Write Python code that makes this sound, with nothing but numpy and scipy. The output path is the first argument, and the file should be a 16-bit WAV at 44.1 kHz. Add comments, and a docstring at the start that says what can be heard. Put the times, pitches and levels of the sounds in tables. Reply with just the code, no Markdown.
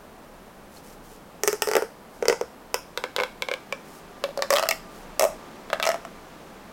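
"""Sharp, hollow pops in quick runs: a ribbed plastic pop tube pushed together by hand in a small bedroom.
Each rib snaps over with a crack, rings the thin wall and thumps the air column, whose pitch climbs
as the tube shortens. Fingers slide on the plastic between pops. The tube is close and the room soft;
behind it lie room air, a deep rumble and a faint swell like far traffic."""
import sys
import numpy as np
from scipy import signal
from scipy.fft import rfft, irfft, next_fast_len
from scipy.io import wavfile

SR = 44100
rng = np.random.default_rng(int(sys.argv[2]) if len(sys.argv) > 2 else 0)


def unload_audio(sound):
    """Save the sound as a 16-bit wav file, at the path given as the first command line argument."""
    columns = np.transpose(np.atleast_2d(sound))
    # keep every value between -1 and 1, then stretch to whole-number steps
    steps = np.round(np.clip(columns, -1, 1) * 32767)
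    wavfile.write(sys.argv[1], SR, steps.astype(np.int16))


N = 296528


def tube(into_room=False):
    """Ribs snap in turn; tube length sets the air pitch, the grip sets colour and aim."""
    # one rib a row: t/s, air thump/dB, wall ring/dB, crack/dB
    ribs = [(1.4346, -23.5, -29.5, -21.5), (1.4758, -19.5, -23.5, -18.5), (1.481, -24.5, -29.5, -27.5),
            (1.529, -22, -41, -31), (1.621, -26, -21, -22), (1.6728, -21.5, -50, -33),
            (1.687, -23, -49, -31.5), (1.7141, -24, -37, -31), (1.7349, -29, -33, -29),
            (1.753, -16, -29, -29), (1.766, -11.5, -37, -28), (1.7694, -21.5, -33, -46),
            (1.8224, -19.5, -58, -40.5), (2.2252, -17.5, -42, -40), (2.255, -25.5, -33, -35.5),
            (2.2827, -12.5, -26, -17), (2.2979, -12.5, -23.5, -30), (2.3261, -20, -31.5, -36),
            (2.4119, -19, -44.5, -36.5), (2.7427, -22.5, -25.5, -22.5), (2.9746, -26.5, -30, -27.5),
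            (3.039, -25.5, -28, -37.5), (3.1634, -28.5, -29.5, -24), (3.1836, -22.5, -45, -57),
            (3.1887, -26, -29.5, -52), (3.2001, -27, -24, -48), (3.208, -22, -45, -39),
            (3.22, -27.5, -46, -43), (3.235, -26.5, -25.5, -31), (3.422, -29, -22.5, -28),
            (3.4858, -28, -25.5, -41), (3.5141, -22, -25, -39), (3.538, -29.5, -26, -32.5),
            (3.7248, -27, -24.5, -36), (4.2392, -20, -26, -30.5), (4.2892, -32, -72, -51),
            (4.3745, -23.5, -63, -35.5), (4.391, -23, -57, -45), (4.422, -26.5, -26.5, -24),
            (4.4351, -27, -65, -51), (4.5042, -17, -26, -23.5), (4.5064, -24, -32, -29),
            (4.524, -28, -39, -32), (4.5282, -17.5, -31, -29), (4.537, -19.5, -30, -24),
            (4.556, -25, -30, -30), (4.5625, -26.5, -32, -23.5), (4.5694, -27, -23, -26),
            (4.5841, -24, -22.5, -27.5), (4.5953, -21, -29, -31.5), (4.6265, -23, -32, -31.5),
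            (4.6355, -22, -30.5, -36), (4.656, -27, -45, -49), (4.6686, -37, -38, -50),
            (4.6885, -21.5, -22, -20.5), (4.7096, -28, -18.5, -26.5), (4.7119, -23.5, -20, -32),
            (4.7243, -45, -26.5, -48), (5.195, -16.5, -25, -21), (5.2096, -15, -26.5, -35),
            (5.2223, -16.5, -31, -28.5), (5.2318, -13.5, -39, -36), (5.2397, -14.5, -34, -32.5),
            (5.2502, -16, -35, -39), (5.701, -32, -39, -40), (5.7302, -16.5, -21.5, -39),
            (5.734, -23.5, -32, -33), (5.7455, -32, -42, -56), (5.7992, -25.5, -27.5, -36),
            (5.8265, -33, -22, -26), (5.8323, -44, -27, -28), (5.8394, -28.5, -25, -39),
            (5.8532, -32, -30, -29), (5.8662, -19, -30, -29.5), (5.8726, -22, -27, -26),
            (5.8899, -14.5, -34, -28.5), (5.902, -40, -26, -40), (5.9166, -27, -31, -36.5),
            (5.9431, -23.5, -38, -43), (5.959, -33, -54, -55), (6.0507, -35.5, -44, -47.5)]
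    # one grip a row: start t/s, wall f/Hz, crack f/Hz, knock offset/dB, fizz offset/dB, room send/dB
    grips = [(1.4, 1920, 5960, -12, -3, 3.5), (1.6, 2620, 5070, -10, 2.5, 4),
             (1.65, 1880, 4880, -7.5, -3.5, 4.5), (2.2, 2030, 5050, -12.5, -12, 2),
             (2.7, 2190, 5240, -8.5, -2.5, 2), (2.9, 2180, 3300, -9, -8.5, 1.5),
             (3.4, 2290, 2980, -14.5, -10.5, 1), (3.7, 2340, 4670, -14, -9, -0.5),
             (4.2, 2700, 3340, -13.5, -9, 2), (4.35, 1800, 4360, -9.5, -8, 1.5),
             (4.49, 1880, 5340, -9.5, -3, 3), (4.55, 1930, 3200, -9.5, -4.5, 3),
             (4.58, 2800, 4470, -10, -6, 2), (4.68, 2150, 4740, -17, 0.5, 0.5),
             (5.15, 2090, 5330, -14.5, -1, 4), (5.68, 1554, 3160, -14, -9.5, 1.5),
             (5.81, 2370, 3170, -13.5, -3.5, 4), (5.85, 1790, 5360, -12.5, -7.5, 0.5)]
    # air column pitch, rising as the tube shortens, sinking where it is let out: t/s, f/Hz
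    air_pitch = [(1.43, 423.5), (1.75, 452.4), (2.28, 470), (2.74, 484), (3.45, 515), (3.72, 541),
                 (4.52, 567), (4.6, 628), (4.71, 647), (5.22, 612.5), (5.75, 635.5), (6.05, 676)]
    out = np.zeros(N)
    for t_s, thump_db, wall_db, crack_db in ribs:
        grip = max(sum(row[0] <= t_s for row in grips) - 1, 0)
        _, wall_hz, crack_hz, knock_db, fizz_db, send_db = grips[grip]
        air_hz = np.interp(t_s, *np.transpose(air_pitch))
        knock_db += .36 * wall_db + .24 * thump_db
        fizz_db += .76 * crack_db + .34 * thump_db
        snap_s = .0017 * np.exp(.23 * rng.standard_normal())  # fold's travel time round the rib
        crack_hz *= np.exp(.05 * rng.standard_normal())
        sound = pop(air_hz, thump_db, knock_db, wall_hz, wall_db, crack_hz, crack_db, fizz_db, snap_s)
        add(out, t_s, sound * gain_of(send_db if into_room else 0))
    return out


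def pop(air_hz, thump_db, knock_db, wall_hz, wall_db, crack_hz, crack_db, fizz_db, snap_s):
    """One rib buckles and sets the wall and the air inside ringing."""
    # air column overtones: pitch ratio, level re snap at that frequency/dB, t60/s
    overtones = [(2.07, -8, 0.057), (3.13, -10.5, 0.024), (4.3, -8.5, 0.037), (5.4, -13.5, 0.03),
                 (6.6, -13.5, 0.041), (7.8, -19.5, 0.025)]
    fold = buckle(snap_s)
    hz = np.linspace(1, SR / 2, len(fold))
    rib_limit = resonance(hz, 10500, q=1.46) / (1j * hz)  # rib cannot follow above its top resonance
    crack_peak = resonance(hz, crack_hz, q=4.5) * resonance(hz, crack_hz, q=1)
    crack = transient(fold * crack_peak * rib_limit, crack_db)
    # tiny creases at the fold's edge fizz a little longer; two resonances in antiphase
    creases = buckle(snap_s * 1.12)
    shimmer = resonance(hz, 14100, q=2.2) - 2 * resonance(hz, 7770, q=9.1)
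    fizz = transient(creases * shimmer * high_pass(hz, 8100), fizz_db)
    knock = transient(fold * resonance(hz, 1188, q=1) ** 2 * high_pass(hz, 250), knock_db)
    wall_t60_s = np.interp(wall_db - crack_db, [0, 9], [.005, .016])  # dull snaps ring longer
    wall = transient(fold * ring(hz, wall_hz, wall_t60_s) * resonance(hz, wall_hz, q=1), wall_db - 3.5)
    # the volume step thumps the air column; open ends radiate little bass
    push = high_pass(hz, 350) / (1 + 1j * hz / 1500) ** 2
    air = transient(push * ring(hz, air_hz, t60_s=.046), thump_db - .8)
    snap_colour = [(1100, knock_db), (2200, wall_db), (5000, crack_db)]
    for ratio, db, t60_s in overtones:
        tone_hz = air_hz * ratio * rng.uniform(.94, 1.01)
        tone = fold * ring(hz, tone_hz, t60_s) * resonance(hz, tone_hz, q=1)
        air += transient(tone, interp_log_f(snap_colour, tone_hz) + db)
    return crack + fizz + knock + wall + air


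def buckle(snap_s, size=2304):
    """Force spectrum of a fold running round a rib: a short, ragged, nearly white burst."""
    t_s = np.arange(size) / SR
    envelope = (1 - np.exp(-t_s / .00008)) * np.exp(-(t_s / snap_s) ** 2)
    ragged = rfft(rng.standard_normal(size) * envelope)
    whitened = irfft(ragged / abs(ragged))
    return rfft(whitened * np.sqrt(envelope))


def fingers():
    """Skin slides over plastic with a faint, grainy hiss and squeaks once."""
    # finger slides: start t/s, length/s, level/dB
    slides = [(0.697, 0.13, -55), (0.805, 0.18, -54.5), (1.004, 0.21, -55.5), (2.06, 0.31, -60),
              (3.815, 0.24, -55), (4.878, 0.2, -56.5)]
    # friction spectrum: f/Hz, level/dB
    slide_colour = [(1500, -14), (3000, -2), (4300, -3.5), (5500, 1.5), (8000, -1), (13000, -3),
                    (16000, -6)]
    out = np.zeros(N)
    for t_s, length_s, db in slides:
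        size = round(length_s * SR)
        grain = gain_of(2 * noise([(30, -2), (150, -6), (600, -50)], size))
        hiss = noise(slide_colour, size) * grain
        add(out, t_s, gain_of(db) * hiss * signal.windows.tukey(size, .7))
    start_s, squeak_s, squeak_hz, squeak_db = .762, .022, 4220, -50
    squeak = band(rng.standard_normal(round(squeak_s * SR)), squeak_hz - 150, squeak_hz + 150)
    add(out, start_s, gain_of(squeak_db) * squeak / squeak.std() * np.hanning(len(squeak)))
    return out


def reflections(x):
    """Close surfaces throw back mids and treble."""
    # echoes off lap, body and wall: delay/s, level/dB
    echoes = [(.0027, -18), (.0056, -24), (.0079, -22), (.0105, -29.5), (0.0154, -23.5), (.0183, -23)]
    out = np.zeros(N)
    bright = band(x, 1600, 12000, order=1)
    for delay_s, db in echoes:
        add(out, delay_s, gain_of(db) * bright)
    return out


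def room_tail(x):
    """Sparse random reflections; each band decays at its own rate."""
    # tail decay: f/Hz, t60/s
    tail_t60 = [(350, 0.054), (600, 0.23), (1700, 0.24), (5000, 0.34), (12000, 0.26)]
    # tail gain: f/Hz, level/dB
    tail_colour = [(200, 4.5), (500, -8), (1000, -10), (1600, -7), (2300, -12), (4000, -11.5),
                   (6500, -10.5), (11000, -7), (16000, -15)]
    size, taps_per_s = SR // 2, 4000
    taps = rng.choice([-1., 1.], size) * (rng.random(size) < taps_per_s / SR)
    taps *= np.clip((np.arange(size) / SR - .003) / .0029, 0, 1)  # 3 ms gap, then fade-in
    hz, t_s, bands = signal.stft(taps, SR, nperseg=256)
    decay = gain_of(-60 * t_s / interp_log_f(tail_t60, hz)[:, None])
    energy = (decay ** 2).mean(1, keepdims=True) * np.sum(taps ** 2)
    gain = gain_of(interp_log_f(tail_colour, hz))[:, None] / np.sqrt(energy)
    _, response = signal.istft(bands * decay * gain, SR, nperseg=256)
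    return signal.fftconvolve(x, response)[:N]


def background():
    """Steady room air, building rumble and a swell like far traffic with a thin whine in it."""
    # room air spectrum: f/Hz, level/dB
    air_colour = [(18, -7), (45, -6.5), (70, -4), (100, -12), (135, -3.5), (196, 1), (300, -3), (450, -2),
                  (850, -5), (1200, -8.5), (2000, -16), (3500, -22), (7000, -27), (16000, -29)]
    # building rumble: t/s, level/dB
    rumble_level = [(0, -60), (1.15, -56.5), (1.5, -66), (2.3, -57), (3.3, -62), (4.65, -61), (5.1, -50),
                    (5.6, -58), (6.72, -62)]
    # traffic swell: t/s, level/dB
    traffic_level = [(0, -90), (2.8, -63), (3.6, -51.5), (5.5, -46.5), (6.72, -49.5)]
    # traffic spectrum: f/Hz, level/dB
    traffic_colour = [(40, -12), (100, -17), (170, 5), (300, 3), (600, 0.5), (1200, -3), (2000, -7.5),
                      (3500, -14), (7000, -19.5), (14000, -35)]
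    rumble_colour = [(12, -35.5), (24, -10), (29, 3), (35, -14), (55, -32), (200, -90)]  # f/Hz, level/dB
    air = gain_of(-47) * noise(air_colour, N)
    rumble = gain_curve(rumble_level) * noise(rumble_colour, N)
    traffic = gain_curve(traffic_level) * noise(traffic_colour, N)
    peak_db, peak_s, half_width_s = -55.5, 4.9, 1
    whine_gain = gain_of(peak_db) / (1 + ((np.arange(N) / SR - peak_s) / half_width_s) ** 2)
    whine = band(rng.standard_normal(N), 1184, 1196)
    return air + rumble + traffic + whine_gain * whine / whine.std()


def transient(spectrum, db):
    """Waveform of a spectrum, with rms level db over its first 5 ms."""
    x = irfft(spectrum)
    return gain_of(db) * x / np.sqrt(np.mean(x[:round(.005 * SR)] ** 2) + 1e-20)


def resonance(hz, centre_hz, q):
    """Complex response of one resonance, gain 1 at centre."""
    return 1 / (1 + 1j * q * (hz / centre_hz - centre_hz / hz))


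def ring(hz, centre_hz, t60_s):
    """Resonance set by its decay time."""
    return resonance(hz, centre_hz, np.pi * centre_hz * t60_s / np.log(1000))


def high_pass(hz, edge_hz):
    """Complex response of a second-order high-pass."""
    s = 1j * hz / edge_hz
    return s ** 2 / (1 + np.sqrt(2) * s + s ** 2)


def band(x, lo_hz, hi_hz, order=2):
    """Causal band-pass."""
    return signal.sosfilt(signal.butter(order, [lo_hz, hi_hz], "band", fs=SR, output="sos"), x)


def noise(colour, size):
    """Unit-rms noise; colour rows: f/Hz, level/dB."""
    padded = next_fast_len(size, real=True)
    gain = gain_of(interp_log_f(colour, np.fft.rfftfreq(padded, 1 / SR)))
    x = irfft(rfft(rng.standard_normal(padded)) * gain, padded)[:size]
    return x / x.std()


def interp_log_f(points, hz):
    """Interpolates (f/Hz, value) rows over log frequency."""
    points_hz, values = np.transpose(points)
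    return np.interp(np.log(hz + 1), np.log(points_hz + 1), values)


def gain_of(db):
    """dB to gain."""
    return 10 ** (np.asarray(db) / 20)


def gain_curve(points):
    """Gain per sample from (t/s, level/dB) rows."""
    return gain_of(np.interp(np.arange(N) / SR, *np.transpose(points)))


def add(mix, t_s, sound):
    """Mixes a sound in at t_s."""
    part = mix[round(t_s * SR):][:len(sound)]
    part += sound[:len(part)]


def scene():
    """Direct sound, reflections, tail and background, alike in both channels."""
    direct = tube() + fingers()
    tail = room_tail(tube(into_room=True))  # each direction has its own fine detail
    mono = direct + reflections(direct) + tail + background()
    return np.array([mono, mono])


def record(dry):
    """Faint hiss per channel, clipping at full scale, band limit."""
    hiss_db, edge_hz = -72.5, 16200
    clipped = np.clip(dry + gain_of(hiss_db) * rng.standard_normal(dry.shape), -1, 1)
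    low_pass = signal.firwin(255, edge_hz, window=("kaiser", 9), fs=SR)
    return signal.oaconvolve(clipped, low_pass[None], "same")


dry = scene()
out = record(dry)
unload_audio(out)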